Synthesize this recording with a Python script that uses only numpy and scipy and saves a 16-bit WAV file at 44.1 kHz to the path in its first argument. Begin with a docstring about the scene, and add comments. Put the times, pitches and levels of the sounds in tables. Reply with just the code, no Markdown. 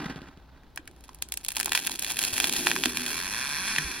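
"""Tree falling in snow

A sawn tree tips over in a snowy clearing. The chainsaw coughs to a stop; fibres in the hinge of
uncut wood snap, first singly, then in a dense splintering while the trunk groans. As the fall
gathers speed the hinge creaks in a quickening run of slips, and two last fibres break."""
import sys
import numpy as np
from scipy import signal
from scipy.fft import rfft, irfft, next_fast_len
from scipy.io import wavfile
from scipy.ndimage import uniform_filter1d

SR = 44100
rng = np.random.default_rng(int(sys.argv[2]) if len(sys.argv) > 2 else 0)


def wrap_up_sound(samples):
    """Save the sound to the file named by the first command line argument, as 16-bit audio."""
    columns = np.atleast_2d(samples).T
    # keep every value between -1 and 1, then stretch to whole-number steps
    tamed = np.clip(columns, -1, 1)
    steps = np.round(tamed * 32767).astype(np.int16)
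    wavfile.write(sys.argv[1], SR, steps)


N = 176400
TIME = np.arange(N) / SR

# One hit per breaking fibre: (time [s], level [dB], knock EQ [dB], body EQ [dB], treble EQ [dB])
FIBRE_SNAPS = [(0.634, -42, 20, 25, -8.0), (0.7607, -30, 0.5, -9.0, 23), (0.7753, -6, 13, 11, -5.0),
               (0.777, -18, 15, 10.5, 0), (0.8765, -15.5, 1, 14.5, 4), (1.0074, -42, 18.0, 2.5, 18.0),
               (1.0919, -20.5, 25, 6, -7), (1.147, -28.5, 2, -6.0, 17.5), (1.22, -20, -10.5, -14, -13),
               (1.2236, 3.5, -3.5, -10.5, 2.5), (1.2278, -21, 9, -6, 0), (1.2876, -22, -7, -6.0, 10),
               (1.3222, 0, -12.0, -12, 4.5), (1.34, -8.5, -2.5, -6.0, 9), (1.3738, -4.5, -10, -4.0, 9),
               (1.4427, -24, -4.5, -10.5, 15), (1.4486, -4, -21, -11, 5), (1.4636, -5.5, -5.5, -13, -4),
               (1.4845, -3, 0.5, -5.5, 11.5), (1.4879, 0, -5, -7.0, 4), (1.5051, -5.5, -5.0, -1, -1),
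               (1.5192, -11, 1, 3.5, 10), (1.5253, -27, 3, -6.5, 21), (1.558, -5.5, -14, -5.0, 4.5),
               (1.5676, 7.0, -0.5, -5.5, -1.5), (1.5724, -5.5, 15, 1.0, 6), (1.5827, -3, 0.0, -13, -2),
               (1.5944, -11, 12, 4, 11.5), (1.6003, 2, 4, 6, 7), (1.6063, -6, 6, -14, 0.0),
               (1.6105, 0, 4, 6, 4), (1.6302, 1.0, -16.0, -1, -1), (1.6457, -17, -3.0, -7.0, 17),
               (1.659, 3.5, 4, -5, 4.5), (1.673, -12.5, 19, 10, -4), (1.68, -8.5, 21, 7, -3),
               (1.6938, 0.5, -9.0, -15.0, -5), (1.7205, 10.5, 0.5, 4, -4), (1.7324, 4, -4, 1.5, -1.5),
               (1.7509, 11.5, 1.5, 2.0, -7.5), (1.755, 6, 3, -1, -3.5), (1.7585, 4.5, -11.0, -4, -8.5),
               (1.7757, 8.5, -6, 4.5, -4), (1.7918, -1, -3, -2, -3.0), (1.8475, -0.5, -11, -11, -8.0),
               (1.851, -6.5, 7, -7, 3), (1.8661, 0.5, -5, -3, 0), (1.8711, 0.5, -4, -3, 9.5),
               (1.8755, 4, -3, 1, -11), (1.8957, -1.5, 11.5, -4, -2.5), (1.9172, 3, -4, -19, -4),
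               (1.9262, -14, 3, -8, 6), (1.9576, -2, -20, -14, -2), (1.9901, -1, -7, -3, -9),
               (1.994, -6.5, -10, -10.5, 13), (2.0248, -5.5, 2.0, 2, 9), (2.0354, -6, 5, -2.5, 1),
               (2.0467, 4.0, -7, -1, -2.5), (2.0653, 1, -8, -2, -7.0), (2.1034, -0.5, 12.5, -8, 1),
               (2.1127, -0.5, 3, -1, -0.5), (2.1195, -4.5, -1, -7, 8.5), (2.1698, -0.5, -11, 3.5, 1.5),
               (2.1906, 10, -12, -7.5, -1.5), (2.2168, 0, -6, 3, 3), (2.2383, 9.5, -7, -4.5, -4.5),
               (2.2468, -2, -7.5, -1, 3), (2.25, 8.0, -9, -12, -1.5), (2.3398, 0.5, -14, -12, 3.5),
               (2.366, 3.5, -15, -5, -4), (2.3806, 3.5, -1, 7.5, 2), (2.4013, 13.0, -1.5, -3.5, -4.0),
               (2.409, 3, -6.5, 0.5, -7.0), (2.4426, 15.5, 0.0, -8.0, -13.5), (2.4719, 0.5, 4, 0, 5),
               (2.4958, 7.5, -3, -6, -3.5), (2.5259, 7, -10.5, -12, -3), (2.5363, 5, 2, -10, -2),
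               (2.5563, 2.5, -20, -6.0, -12), (2.5645, 9, -13, -13, -14.0), (2.6698, 14.5, 7, 6, -24),
               (2.7063, 6, 0, -9, -10), (2.715, 8, 3.5, 7.5, -11), (2.7632, 2, 14, 9.5, -10),
               (2.8372, 13, -1.5, -2.0, -14), (2.8532, 3, -10, -6, -8), (2.8575, 13, 0, -1.5, -7.5),
               (2.9719, 7.5, -3.5, 0, -4), (3.0637, 5.5, -6, -3, -5.5), (3.7622, 6, -5, 6, -14),
               (3.784, 5, 5.0, 16.5, -7)]
# EQ shared by all the snaps: (frequency [Hz], level [dB])
SNAP_EQ = [(60, -36), (250, -1), (500, -11), (800, -10), (1100, -5.5), (1700, -4), (2600, 0), (4000, -3.5),
           (5500, -9.5), (7200, -2.5), (11000, -4), (13500, -13), (15300, -10), (16000, -15)]
def fibre_snaps():
    """Each fibre frays, parts with a sharp click and tears out; thick ones have more knock and body."""
    knock_hz, body_hz, edge_hz, treble_hz = 940, 1770, 3700, 9400
    tear_in_s, tear_out_s, fray_s = 0.00071, 0.00097, 0.0014
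    out = np.zeros(N)
    t = np.arange(-400, 700) / SR  # the fibre parts at t = 0
    tear = np.exp(np.where(t < 0, t / tear_in_s, -t / tear_out_s))
    tear += from_db(-29) * np.exp(-np.abs(t) / fray_s)
    for s, db, knock_db, body_db, treble_db in FIBRE_SNAPS:
        grit = from_db(-2.5) * unit_energy(rng.laplace(size=len(t)) * tear)
        snap = whiten(grit - (t == 0))
        tone = [(350, 0), (knock_hz, knock_db), (body_hz, body_db), (edge_hz, 0), (treble_hz, treble_db)]
        add(out, s + t[0], from_db(db + 0.48) * eq(snap, tone))
    low_cut = signal.butter(2, 610, "high", fs=SR, output="sos")
    return signal.sosfilt(low_cut, eq(out, SNAP_EQ))


# Fader ride of the small fibres tearing, which also drives their density: (time [s], level [dB])
SPLINTER_RIDE = [(.7, -79), (.94, -64), (1.0, -62), (1.1, -56.5), (1.19, -66), (1.42, -56), (1.54, -53),
                 (1.6, -43.5), (1.7, -50), (1.76, -33), (1.82, -41.5), (1.87, -41.5), (1.96, -43),
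                 (2.05, -37), (2.11, -34.5), (2.155, -41.5), (2.23, -30), (2.29, -37), (2.4, -33),
                 (2.48, -33), (2.6, -28), (2.66, -32), (2.78, -37), (2.86, -34.5), (2.92, -37), (3.08, -37),
                 (3.2, -39), (3.36, -39.5), (3.5, -44.5), (4, -51)]
# Bright, crisp EQ of the crackle: (frequency [Hz], level [dB])
SPLINTER_EQ = [(100, -15.5), (500, -3.5), (800, -7), (1100, -3.5), (1700, -3), (2600, 1.5), (4000, -0.5),
               (5500, -1.5), (7500, -0.5), (11000, 0), (13500, -9), (15300, -7), (16000, -20)]
def splinters():
    """Small fibres give way in clumps over a fine hiss: ticks under light strain, crackle under heavy."""
    busy_ticks_per_s, busy_db, clump_db = 1300, -32, 3
    level_db, = over_time(SPLINTER_RIDE)
    chance = (busy_ticks_per_s * from_db(1.25 * (level_db - busy_db)) + 30) / SR
    sizes = unit_rms(from_db(4 * np.minimum(rng.exponential(1, N), 3))) * rng.choice([-1, 1], N)
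    ticks = sizes * (rng.random(N) < chance) / np.sqrt(chance)
    hiss = from_db(-9.5) * rng.standard_normal(N)
    crackle = (ticks + hiss) * from_db(clump_db * drift(per_s=60))
    level_db = np.where(TIME < SPLINTER_RIDE[0][0], -120, level_db)  # muted until the ride starts
    return from_db(level_db) * unit_rms(eq(crackle, SPLINTER_EQ))


# Speed and fader ride of the slipping hinge: (time [s], rate [slips/s], level [dB])
CREAK_RIDE = [(2.7, 79, -120), (2.85, 73.5, -41.5), (3.0, 85.6, -39.5), (3.13, 76.4, -36), (3.19, 90, -34),
              (3.25, 93, -35.5), (3.33, 105.5, -33), (3.42, 133, -33.5), (3.48, 142, -33.5),
              (3.565, 148, -32), (3.585, 184, -32.5), (3.65, 191, -32.5), (3.69, 228, -30.5),
              (3.75, 210, -33), (3.82, 275, -34), (3.88, 260, -35.5), (3.94, 226, -36), (4, 251, -37.5)]
# Woody resonances of the creak: (frequency [Hz], level [dB])
CREAK_EQ = [(70, -11), (200, -1), (330, -7), (560, -12.5), (800, -10.5), (1050, 4), (1300, 3), (1580, 4),
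            (2000, 2.5), (2350, 6), (2700, 0.5), (3000, -6), (3450, 1.5), (3850, -5), (4280, 2.5),
            (4800, -5.5), (5700, 2.5), (7000, -8.5), (8700, -2), (10800, -3.5), (12200, -15), (13200, -26),
            (16000, -23)]
def hinge_creak():
    """Stick and slip: a click per slip and a short rasp after it, faster as the tree falls."""
    jitter, rasp_cycles = 0.02, 0.4
    rate, level_db = over_time(CREAK_RIDE)
    cycles = np.cumsum(rate * (1 + jitter * drift(per_s=150))) / SR
    strength = from_db(rng.standard_normal(N)) / np.sqrt(rate)
    slips = np.diff(np.floor(cycles), prepend=0) * strength
    rasp = rng.laplace(size=N) * np.exp(-(cycles % 1) / rasp_cycles)
    friction = from_db(-1) * unit_rms(rasp) - unit_rms(slips)
    return from_db(level_db) * unit_rms(eq(friction, CREAK_EQ))


# Low resonances of the trunk: (frequency [Hz], bandwidth [Hz], level [dB])
GROAN_MODES = [(170, 63, -4), (254.5, 34, -1), (299, 56, -5), (361, 72, 2)]
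# Fader ride of the groan: (time [s], level [dB])
GROAN_RIDE = [(.7, -83), (.8, -63), (1.05, -66.5), (1.25, -63), (1.53, -74), (1.6, -48.5), (2.0, -52.5),
              (2.35, -50.5), (2.45, -43.5), (2.67, -41.5), (2.8, -40.5), (3.02, -46.5), (3.2, -48.5),
              (3.4, -56), (3.7, -54.5), (3.8, -48), (4, -52)]
def trunk_groan():
    """The tearing shakes the trunk's low modes."""
    level_db, = over_time(GROAN_RIDE)
    modes = sum(from_db(db) * ringing_noise(hz, width) for hz, width, db in GROAN_MODES)
    high_cut = signal.butter(4, 430, fs=SR, output="sos")
    return from_db(level_db) * unit_rms(signal.sosfilt(high_cut, modes))


# One damped tone per hit: (time [s], pitch [Hz], level [dB], 60 dB decay [s])
KNOCKS_AND_THUDS = [(0.793, 298, -37, 0.052), (0.897, 356, -42.5, 0.054), (1.091, 1030, -37, 0.016),
                    (1.673, 880, -35, 0.02), (1.679, 1060, -28, 0.023), (1.906, 262, -36, 0.063),
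                    (2.328, 92.5, -31.5, 0.075), (2.61, 348, -35, 0.28), (2.858, 249.6, -22.5, 0.18),
                    (2.858, 309, -26, 0.094), (2.975, 249, -36.5, 0.79), (3.785, 152, -32.5, 0.24),
                    (3.844, 57, -31, 0.19)]
def knocks_and_thuds():
    """Hollow wooden knocks and two low, soft thuds like footsteps in snow."""
    out = np.zeros(N)
    attack = 1 - np.exp(-TIME / 0.0023)
    for s, hz, db, t60 in KNOCKS_AND_THUDS:
        add(out, s, from_db(db - 60 * TIME / t60) * np.sin(2 * np.pi * hz * TIME) * attack)
    return out


# Last firings of the engine: (time [s], level [dB])
ENGINE_COUGHS = [(.001, -6.5), (0.03, -4), (0.06, 1), (.099, -1.5), (0.16, -2), (0.218, -5.5), (0.286, -11),
                 (.374, -12.5)]
# Boomy EQ of a puff: (frequency [Hz], level [dB])
COUGH_EQ = [(50, -15), (130, 11.5), (200, 9.5), (285, 10.5), (480, 0), (800, -13), (1500, -15), (3400, -11),
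            (8000, -25), (16000, -39)]
# Fade of the chain running down: (time [s], level [dB])
CHAIN_FADE = [(0, -35), (.09, -42), (.16, -49), (.28, -54.5), (.47, -64.5), (.56, -61.5), (.66, -64),
              (.8, -65)]
# Midrange EQ of the rattle: (frequency [Hz], level [dB])
CHAIN_EQ = [(100, -6), (280, 8.5), (500, -10), (800, -1.5), (1100, -3.5), (1550, 0), (2200, -8.5),
            (4200, -16), (6000, -19.5), (11000, -31.5), (16000, -38)]
def chainsaw():
    """The engine's last puffs slow and weaken while the chain's rattle sinks to a faint trace."""
    gas_decay_s, rattle_db = 0.0076, 4.14
    puffs, t = np.zeros(N), TIME[:SR // 20]
    for s, db in ENGINE_COUGHS:
        gas = unit_energy(rng.standard_normal(len(t)) * np.exp(-t / gas_decay_s))
        add(puffs, s, from_db(db) * whiten((t == 0) + from_db(-3.5) * gas))
    chain_db, = over_time(CHAIN_FADE)
    rattle = from_db(chain_db + rattle_db * drift(per_s=200))
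    chain = rattle * unit_rms(eq(rng.standard_normal(N), CHAIN_EQ))
    return eq(puffs, COUGH_EQ) + chain


def snow_bounce(x):
    """The direct sound plus a duller copy that bounces off the snow just behind it."""
    lag_s, gain, high_cut_hz = 0.00116, 0.51, 5100
    dull = signal.lfilter(*signal.butter(1, high_cut_hz, fs=SR), x)
    return x + gain * np.interp(TIME - lag_s, TIME, dull, left=0)


# Stereo image: (frequency [Hz], left phase lead [rad], left minus right [dB])
STEREO_IMAGE = [(300, 0, 0), (550, 0, -2), (1100, -.35, -1.8), (1800, -.8, -1.6), (2400, 0, -.8),
                (3300, .7, -2.5), (4500, .4, -2), (4950, 2, -8), (5800, 2.8, -6), (6600, 3.8, -2.5),
                (7700, 3.9, .5), (8600, 3.1, 0), (10000, 1.1, 0), (11600, -.3, 0), (12700, -2.6, 0),
                (13500, -3.2, 0), (14200, -3.8, 0), (15100, -5.8, 0), (16000, -6.2, 0)]
def stereo_ports(x):
    """Direct sound reaches two microphone ports with phase and level gaps that vary with frequency."""
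    size = 2 * next_fast_len(N // 2 + 2048)
    phase, balance_db = over_bins(STEREO_IMAGE, size)
    left = from_db(balance_db / 2) * np.exp(.5j * phase)
    pair_rms = np.sqrt((from_db(balance_db) + from_db(-balance_db)) / 2)
    return irfft(rfft(x, size) * np.array([left, 1 / left]) / pair_rms)[:, :N]


# EQ of the halo around the clicks: (frequency [Hz], level [dB])
HALO_EQ = [(300, -20.5), (700, -0.5), (1500, 2.5), (2000, 6.5), (3500, 3), (5600, 9.5), (8000, -1.5),
           (11000, 5), (16000, -22)]
def stereo_halo(x):
    """A brief noise halo, different on each side, widens each click."""
    blur_s = 0.0012
    pole = np.exp(-1 / (blur_s * SR))
    envelope = np.sqrt(signal.lfilter([1 - pole], [1, -pole], x ** 2))
    return from_db(-10.5) * np.array([eq(envelope * n, HALO_EQ) for n in rng.standard_normal((2, N))])


# EQ on the reverb return: (frequency [Hz], level [dB])
REVERB_EQ = [(100, -1.5), (350, -1.5), (800, 6), (2000, 3.5), (6000, 5), (16000, -11)]
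def woods_reverb(x):
    """Scatter from nearby brush and a faint tail from the tree line, different on each side."""
    brush_t60_s, trees_t60_s = 0.1, 0.15
    t, sides = TIME[:SR], []
    for near, far in rng.standard_normal((2, 2, SR)):
        brush = from_db(-16.5) * unit_energy(near * from_db(-60 * t / brush_t60_s))
        trees = from_db(-19.5) * unit_energy(far * from_db(-60 * t / trees_t60_s))
        sides.append(signal.fftconvolve(x, eq(brush + trees, REVERB_EQ))[:N])
    return np.array(sides)


# Dark EQ of the ambience bed: (frequency [Hz], level [dB])
AIR_EQ = [(20, 5.5), (40, 8), (65, 9.5), (95, -4), (160, -0.5), (300, -6.5), (550, -9.5), (900, -7),
          (1700, -27), (4000, -19), (8000, -39), (16000, -33)]
def open_air():
    """Quiet outdoor rumble with a low, distant hum."""
    mid, side = [unit_rms(eq(n, AIR_EQ)) for n in rng.standard_normal((2, N))]
    rumble = mid + 0.35 * side * [[1], [-1]]
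    hum = ringing_noise(hz=63.5, width_hz=12.4)
    return from_db(-56.5) * rumble + from_db(-57.5) * hum


def from_db(db):
    """Decibels to gain."""
    return 10 ** (np.asarray(db) / 20)


def unit_rms(x):
    """Scale to an RMS of 1."""
    return x / np.sqrt(np.mean(x ** 2) + 1e-20)


def unit_energy(x):
    """Scale to an energy of 1."""
    return x / np.sqrt(np.sum(x ** 2) + 1e-20)


def over_time(rows):
    """The columns of an automation curve at every sample."""
    s, *columns = np.transpose(rows)
    return [np.interp(TIME, s, c) for c in columns]


def over_bins(rows, size):
    """The columns of a frequency table at every FFT bin."""
    hz, *columns = np.transpose(rows)
    bin_hz = np.arange(size // 2 + 1) * SR / size
    return [np.interp(np.log(bin_hz + 1), np.log(hz), c) for c in columns]


def eq(x, curve):
    """Minimum-phase EQ through points of (frequency [Hz], level [dB])."""
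    size = 2 * next_fast_len(len(x) // 2 + 512)
    cepstrum = irfft(np.log(from_db(over_bins(curve, size)[0])))
    cepstrum[1:size // 2] *= 2
    cepstrum[size // 2 + 1:] = 0
    return irfft(rfft(x, size) * np.exp(rfft(cepstrum)))[:len(x)]


def whiten(x):
    """Level out a burst's spectrum, keeping its grain; unit energy."""
    spectrum = rfft(x)
    smooth_power = uniform_filter1d(np.abs(spectrum) ** 2, size=21)
    return unit_energy(irfft(spectrum / np.sqrt(smooth_power + 1e-12)))


def drift(per_s):
    """A modulator that glides between random values of spread 1."""
    knots = rng.standard_normal(N // 20)
    return np.interp(TIME * per_s, np.arange(len(knots)), knots)


def ringing_noise(hz, width_hz):
    """Noise through one resonance, at unit RMS."""
    r = np.exp(-np.pi * width_hz / SR)
    feedback = [1, -2 * r * np.cos(2 * np.pi * hz / SR), r * r]
    return unit_rms(signal.lfilter([1, 0, -1], feedback, rng.standard_normal(N)))


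def add(out, s, sound):
    """Mix a sound in at s seconds."""
    i = int(np.clip(s * SR, 0, N - 1))
    out[i:i + len(sound)] += sound[:N - i]


def scene():
    """Hinge, trunk and saw in the clearing."""
    hinge = snow_bounce(fibre_snaps() + splinters() + hinge_creak())
    direct = hinge + trunk_groan() + knocks_and_thuds() + chainsaw()
    return stereo_ports(direct) + stereo_halo(hinge) + woods_reverb(direct) + open_air()


def record(dry):
    """Clip at full scale, then cut the top steeply at 16 kHz."""
    high_cut = signal.ellip(10, .1, 80, 16000, fs=SR, output="sos")
    return signal.sosfilt(high_cut, np.clip(dry, -1, 1))


dry = scene()
out = record(dry)
wrap_up_sound(out)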